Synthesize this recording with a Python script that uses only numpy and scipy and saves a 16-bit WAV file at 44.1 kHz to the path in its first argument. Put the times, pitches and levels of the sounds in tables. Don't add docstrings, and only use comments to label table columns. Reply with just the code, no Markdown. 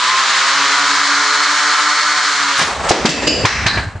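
import sys
import numpy as np
from scipy import signal
from scipy.fft import rfft, irfft
from scipy.io import wavfile
from scipy.ndimage import uniform_filter1d

SR = 44100
rng = np.random.default_rng(int(sys.argv[2]) if len(sys.argv) > 2 else 0)


def master_out(mix):
    frames = np.transpose(np.atleast_2d(mix))
    ceiling = np.clip(frames, -1, 1)
    pcm = np.round(ceiling * 32767).astype(np.int16)
    wavfile.write(sys.argv[1], SR, pcm)


N = 176400
T = np.arange(N) / SR

# time_s, main_hz, twin_hz
SHAFT_SPEEDS = [(0, 123.5, 127.5), (.25, 129.5, 134.3), (.5, 134.8, 140), (.8, 140, 145), (1.1, 143, 148.9),
                (1.5, 145.7, 149.8), (2.13, 148.6, 149.9), (2.3, 144.3, 147.6), (2.55, 138.5, 140),
                (2.9, 124, 126)]
# time_s, level_db
DRIVE_FADER = [(0, -1), (.5, -0.46), (.85, -0.84), (1.3, -1), (1.65, -0.5), (2.0, -1.9), (2.3, -1.5),
               (2.6, -3), (2.68, -8), (2.78, -17), (2.88, -14), (2.93, -29), (3.1, -83)]
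# time_s, level_db
GRIND_FADER = [(0, 1.5), (.48, 1), (.54, 1.5), (.62, 2), (.95, 1.5), (1.24, 2), (1.45, 0), (2.06, 1.5),
               (2.32, -0.5), (2.5, 1)]
# multiple, main_db, twin_db, growth_db_per_hz
SHAFT_HARMONICS = [(1, -59, -68, -.2), (2, -50, -54, .1), (3, -47, -56, .1), (4, -48, -57, .15),
                   (5, -46, -48, .1), (6, -47, -53, .1), (7, -41, -49, .1), (8, -35, -29, .12),
                   (9, -28, -31, .45), (10, -27, -31.5, .6), (11, -32, -39, .6), (13, -37, -41, .3),
                   (15, -39, -41, .4)]
# centre_hz, width_hz, boost_db
CHASSIS_RESONANCES = [(286, 22, 14), (431, 10, 7), (550, 30, 9), (728, 26, 9), (815, 40, 7), (886, 16, 6),
                      (988, 36, 12), (1050, 30, 5)]
# frequency_hz, gain_db
RATTLE_EQ = [(100, -40.5), (200, -25), (500, -21.5), (800, -16), (1050, -4.5), (1350, -4.5), (1700, -6),
             (2200, -7.5), (2800, -30), (4300, -10), (7000, -18), (10000, -61)]
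# pitch_hz, level_db
WHINE_LEVELS = [(3600, -38), (3780, -33), (4000, -39), (4200, -33), (4280, -31), (4330, -27), (4380, -33)]
# centre_hz, width_hz, level_db
CASING_MODES = [(3035, 25, -33), (3250, 51, -37), (4370, 220, -37)]
# frequency_hz, gain_db
HISS_EQ = [(30, -40), (70, -33.5), (200, -20), (500, -20), (800, -11.5), (1200, 6.5), (2000, 1.5),
           (2800, -6), (3500, -3), (4400, -1), (5500, -8), (7000, -7.5), (8500, -15), (10000, -29.5),
           (11000, -42)]
# frequency_hz, side_gain_db
SIDE_EQ = [(100, -12), (700, -15), (1400, -16.5), (2800, -11.5), (5000, -9.5), (9000, -1)]
# start_s, contact_s, thud_hz, thud_db, low_mid_db, mid_db, treble_db,
# tail_send_db, ring_db, landing_part
HITS = [ (2.584, 0.039, 123, -26, -28, -13, -16, -25, -45, "back"),
        (2.612, 0.006, 162, -11.5, -15, -22, -19, -11, -37, "back"),
        (2.882, 0.017, 64.6, -26, -32, -21, -15, -5, -35, "rim"),
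        (2.905, 0.0092, 113, 4, 13.5, 4.5, 7, -6, -26, "rim"),
        (3.048, 0.013, 229, 19.5, 12.5, 9, 14, -13.5, 4.5, "rim"),
        (3.084, 0.011, 157, 13.5, -22, -11, 6.5, -9.5, -32, "rim"),
        (3.172, 0.0077, 148, -15, -5, -16, -40, -11, -46, "rim"),
        (3.216, 0.0052, 127, -21, -7, -18, -12, -8.5, -20.5, "rim"),
        (3.266, 0.0054, 155, -8, -10, -12, -2, -8, 1, "corner"),
        (3.447, 0.008, 102, 4.5, -1.5, 4.5, 2.5, -11.5, 3, "back"),
        (3.658, 0.0088, 110, -1.5, -14.5, -5, -7, -14.5, -3.5, "base"),
        (3.767, .010, 99, -8.5, -23, -18, -43, -31, -47, "base"),
        (3.865, 0.011, 97, -8.5, -33, -64, -53, -14, -57, "base"),
        (3.951, 0.0035, 92.5, -12, -26.5, -48, -61, -17, -55, "base")]
# low_hz, high_hz, delay_s, fall_s, tail_db, tail_t60_s
CRASH_BANDS = [(254, 910, 0.000084, 0.0082, 3.5, 0.34), (910, 2360, 0.0011, 0.026, 3.5, 0.59),
               (2580, 6300, 0.0029, 0.014, 3.5, 0.4)]
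# centre_hz, width_hz, t60_s, rim_db, corner_db, back_db, base_db
SHELL_MODES = [ (275, 87, 0.42, 2.5, -6, -32, -24), (507, 223, 0.52, -5, -6.5, -25, -29),
               (1667, 240, 0.52, -12, -21, -14, -9.5), (2020, 520, 0.49, -4, -24, -7.5, -33),
               (2428, 85, 0.32, -25, -10, -18, -22), (2650, 98, 0.45, -1.5, -14, -16, -35),
               (2927, 110, 0.32, -10, -3.5, -28, -39), (4080, 390, 0.33, -25, -28, -9, -5),
               (4644, 130, 0.38, -7, -6, -22, -16), (4970, 200, 0.36, -11, -2, -16, -20),
               (5600, 950, 0.44, -30, -41, -10.5, -36), (6860, 90, 0.3, -16, -13, -33, -40),
               (7350, 220, 0.42, -6.5, -16, -32, -34)]
LANDING_PARTS = ["rim", "corner", "back", "base"]
# time_s, level_db
RUMBLE_FADER = [(0, -73), (2.56, -75), (2.62, -37), (2.75, -34), (2.88, -26), (3.0, -15), (3.2, -19),
                (3.6, -21), (3.82, -25), (3.92, -37), (4, -36)]
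# frequency_hz, gain_db
RUMBLE_EQ = [(25, -18), (60, 6), (100, -2), (170, -2.5), (400, -16.5), (1200, -47), (5000, -50)]
# time_s, level_db
SKID_FADER = [(2.6, -68), (2.69, -19), (2.78, -24.5), (2.88, -17), (3.2, -32), (3.5, -27), (3.8, -28.5),
              (3.93, -40)]
# frequency_hz, gain_db
SKID_EQ = [(100, -32), (250, -6.5), (700, 4.5), (1200, 2.5), (2500, -9), (5000, -19.5), (8000, -15.5),
           (11000, -48)]

FULL_SPEED_HZ = 146
ATTACK_S, TREBLE_ATTACK_S = .006, .007


def from_db(db):
    return 10 ** (np.asarray(db) / 20)


def rms_one(x):
    return x / np.sqrt(np.mean(x ** 2) + 1e-20)


def fader(points):
    return from_db(np.interp(T, *np.transpose(points)))


def eq(x, points):
    hz, db = np.transpose(points)
    log_hz = np.log(np.maximum(np.arange(N + 1) * SR / (2 * N), 1))
    return irfft(rfft(x, 2 * N) * from_db(np.interp(log_hz, np.log(hz), db)))[..., :N]


def drift(rate_hz):
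    knots = rng.standard_normal(int(N / SR * rate_hz) + 2)
    return rms_one(np.interp(T * rate_hz, np.arange(len(knots)), knots))


def spread(mid, side):
    return mid + eq(side, SIDE_EQ) * np.array([[1], [-1]])


def noise():
    return spread(*rng.standard_normal((2, N)))


def band(low_hz, high_hz, order):
    sos = signal.butter(order, [low_hz, high_hz], "band", fs=SR, output="sos")
    return rms_one(signal.sosfilt(sos, noise()))


def dying(start_s, t60_s):
    age = np.maximum(T - start_s, 0)
    return np.minimum(age / ATTACK_S, 1) ** 2 * 1000 ** (-age / t60_s)


def rattle(turns, jitter_s=.00014, spread_db=1.5, chassis_t60_s=.0025, arena_t60_s=.72):
    on_turn = np.flatnonzero(np.diff(np.floor(turns)))
    late, size = rng.standard_normal((len(on_turn), 2)).T
    at = on_turn + np.round(late * jitter_s * SR).astype(int)
    knocks = np.zeros(N)
    knocks[np.clip(at, 0, N - 1)] = from_db(spread_db * size)
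    decay = 1000 ** (-T / chassis_t60_s) + from_db(-13) * 1000 ** (-T / arena_t60_s)
    rung = signal.fftconvolve(knocks[None], rng.standard_normal((2, N)) * decay, axes=1)[:, :N]
    return rms_one(eq(spread(*rung), RATTLE_EQ))


def shaft(speed_hz, harmonics, wobble=.003, waver_db=2.5, rattle_db=-20.5):
    turns = np.cumsum(speed_hz * (1 + wobble * drift(25))) / SR
    grid_hz = np.arange(SR // 2)
    boost_db = sum(db * 0.5 ** ((2 * (grid_hz - hz) / width) ** 2) for hz, width, db in CHASSIS_RESONANCES)
    hum = 0
    for multiple, db, growth in harmonics:
        level_db = db + growth * (speed_hz - FULL_SPEED_HZ) + waver_db * drift(12)
        level_db += np.interp(multiple * speed_hz, grid_hz, boost_db)
        hum = hum + from_db(level_db) * np.sin(2 * np.pi * (multiple * turns + rng.random()))
    return np.sqrt(2) * hum + from_db(rattle_db) * rattle(turns)


def gears(speed_hz, mesh_per_turn=29.3, wobble=.007, flutter_db=3.3):
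    mesh_hz = mesh_per_turn * speed_hz
    teeth = np.cumsum(mesh_hz * (1 + wobble * drift(200))) / SR
    whine_db = np.interp(mesh_hz, *np.transpose(WHINE_LEVELS)) + flutter_db * drift(25)
    whine = from_db(whine_db) * np.sqrt(2) * np.sin(2 * np.pi * teeth)
    rasp_db = np.minimum(-35.5 + 1.7 * (FULL_SPEED_HZ - speed_hz), -22.5)
    rasp = from_db(rasp_db) * band(2180, 4020, order=3)
    casing = sum(from_db(db) * band(hz - width / 2, hz + width / 2, order=1)
                 for hz, width, db in CASING_MODES)
    return whine + rasp + casing


def gear_hiss(speed_hz, pulse_depth=.088, flutter_db=.95):
    pulse = 1 + pulse_depth * np.cos(2 * np.pi * np.cumsum(speed_hz) / SR)
    hiss = eq(noise(), HISS_EQ) * pulse * from_db(flutter_db * drift(49.45))
    return from_db(-16) * rms_one(hiss)


def motors():
    times, main_hz, twin_hz = np.transpose(SHAFT_SPEEDS)
    main_hz, twin_hz = np.interp(T, times, main_hz), np.interp(T, times, twin_hz)
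    main = shaft(main_hz, [(k, db, growth) for k, db, _, growth in SHAFT_HARMONICS])
    twin = shaft(twin_hz, [(k, db, growth) for k, _, db, growth in SHAFT_HARMONICS])
    grind = fader(GRIND_FADER) * (main + twin)
    return fader(DRIVE_FADER) * (grind + gears(main_hz) + gear_hiss(main_hz))


def flipper_puff():
    return from_db(-23.5) * dying(start_s=2.575, t60_s=.5) * band(4100, 14500, order=2)


def crashes():
    out = 0
    for k, (low_hz, high_hz, delay_s, fall_s, tail_db, t60_s) in enumerate(CRASH_BANDS):
        attack_s = TREBLE_ATTACK_S if k == 2 else ATTACK_S
        crash, tail_power = 0, 0
        for start_s, contact_s, _, _, *band_db, send_db, _, _ in HITS:
            age = T - start_s - delay_s
            rise = np.clip(age / attack_s, 0, 1) ** 2
            fall = np.exp(-np.maximum(age - contact_s, 0) / fall_s)
            crash += from_db(band_db[k]) * rise * fall
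            tail = from_db(band_db[k] + send_db + tail_db) * dying(start_s + contact_s, t60_s)
            tail_power += tail ** 2
        out += np.sqrt(crash ** 2 + tail_power) * band(low_hz, high_hz, order=2)
    return out


def thuds(attack_s=.004, t60_s=.096):
    out = 0
    for start_s, _, hz, db, *_ in HITS:
        age = np.maximum(T - start_s, 0)
        envelope = from_db(db - 60 * age / t60_s) * (1 - np.exp(-age / attack_s))
        out += envelope * np.sin(2 * np.pi * hz * age)
    return out


def shell_ring(swell_s=.008):
    swell = np.exp(-1 / (swell_s * SR))
    out = 0
    for hz, width, t60_s, *part_db in SHELL_MODES:
        kicks = np.zeros(N)
        for start_s, contact_s, *_, ring_db, part in HITS:
            at = int((start_s + contact_s / 2) * SR)
            kicks[at] += from_db(ring_db + part_db[LANDING_PARTS.index(part)])
        decays = signal.lfilter([1], [1, -1000 ** (-1 / (t60_s * SR))], kicks)
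        envelope = signal.lfilter([1 - swell], [1, -swell], decays)
        out += envelope * band(hz - width / 2, hz + width / 2, order=2)
    return out


def board_rumble():
    return fader(RUMBLE_FADER) * rms_one(eq(noise(), RUMBLE_EQ))


def skid(rough_db=2):
    return fader(SKID_FADER) * from_db(rough_db * drift(90)) * rms_one(eq(noise(), SKID_EQ))


def edge_scrape():
    return from_db(-12.5) * dying(start_s=2.888, t60_s=.1) * band(4300, 8500, order=4)


def scene(air_cut_hz=8050):
    puff = flipper_puff()
    drive = motors()
    air_loss = signal.butter(4, air_cut_hz, fs=SR, output="sos")
    struck = signal.sosfilt(air_loss, crashes() + shell_ring())
    tumble = struck + thuds() + edge_scrape() + skid() + board_rumble()
    return drive + puff + tumble + from_db(-64) * noise()


def record(dry, low_cut_hz=18, limit_db=-11.5, attack_s=.0031, release_db_per_s=103.5, top_cut_hz=10454):
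    dry = signal.sosfilt(signal.butter(2, low_cut_hz, "high", fs=SR, output="sos"), dry)
    power = uniform_filter1d(np.mean(dry ** 2, axis=0), size=220)
    over_db = np.maximum(10 * np.log10(np.maximum(power, 1e-12)) - limit_db, 0)
    release_db = release_db_per_s * T
    duck_db = np.maximum.accumulate(over_db + release_db) - release_db
    pole = np.exp(-1 / (attack_s * SR))
    gain = from_db(-signal.lfilter([1 - pole], [1, -pole], duck_db))
    clipped = np.clip(dry * gain, -1, 1)
    return signal.sosfilt(signal.butter(16, top_cut_hz, fs=SR, output="sos"), clipped)


dry = scene()
out = record(dry)
master_out(out)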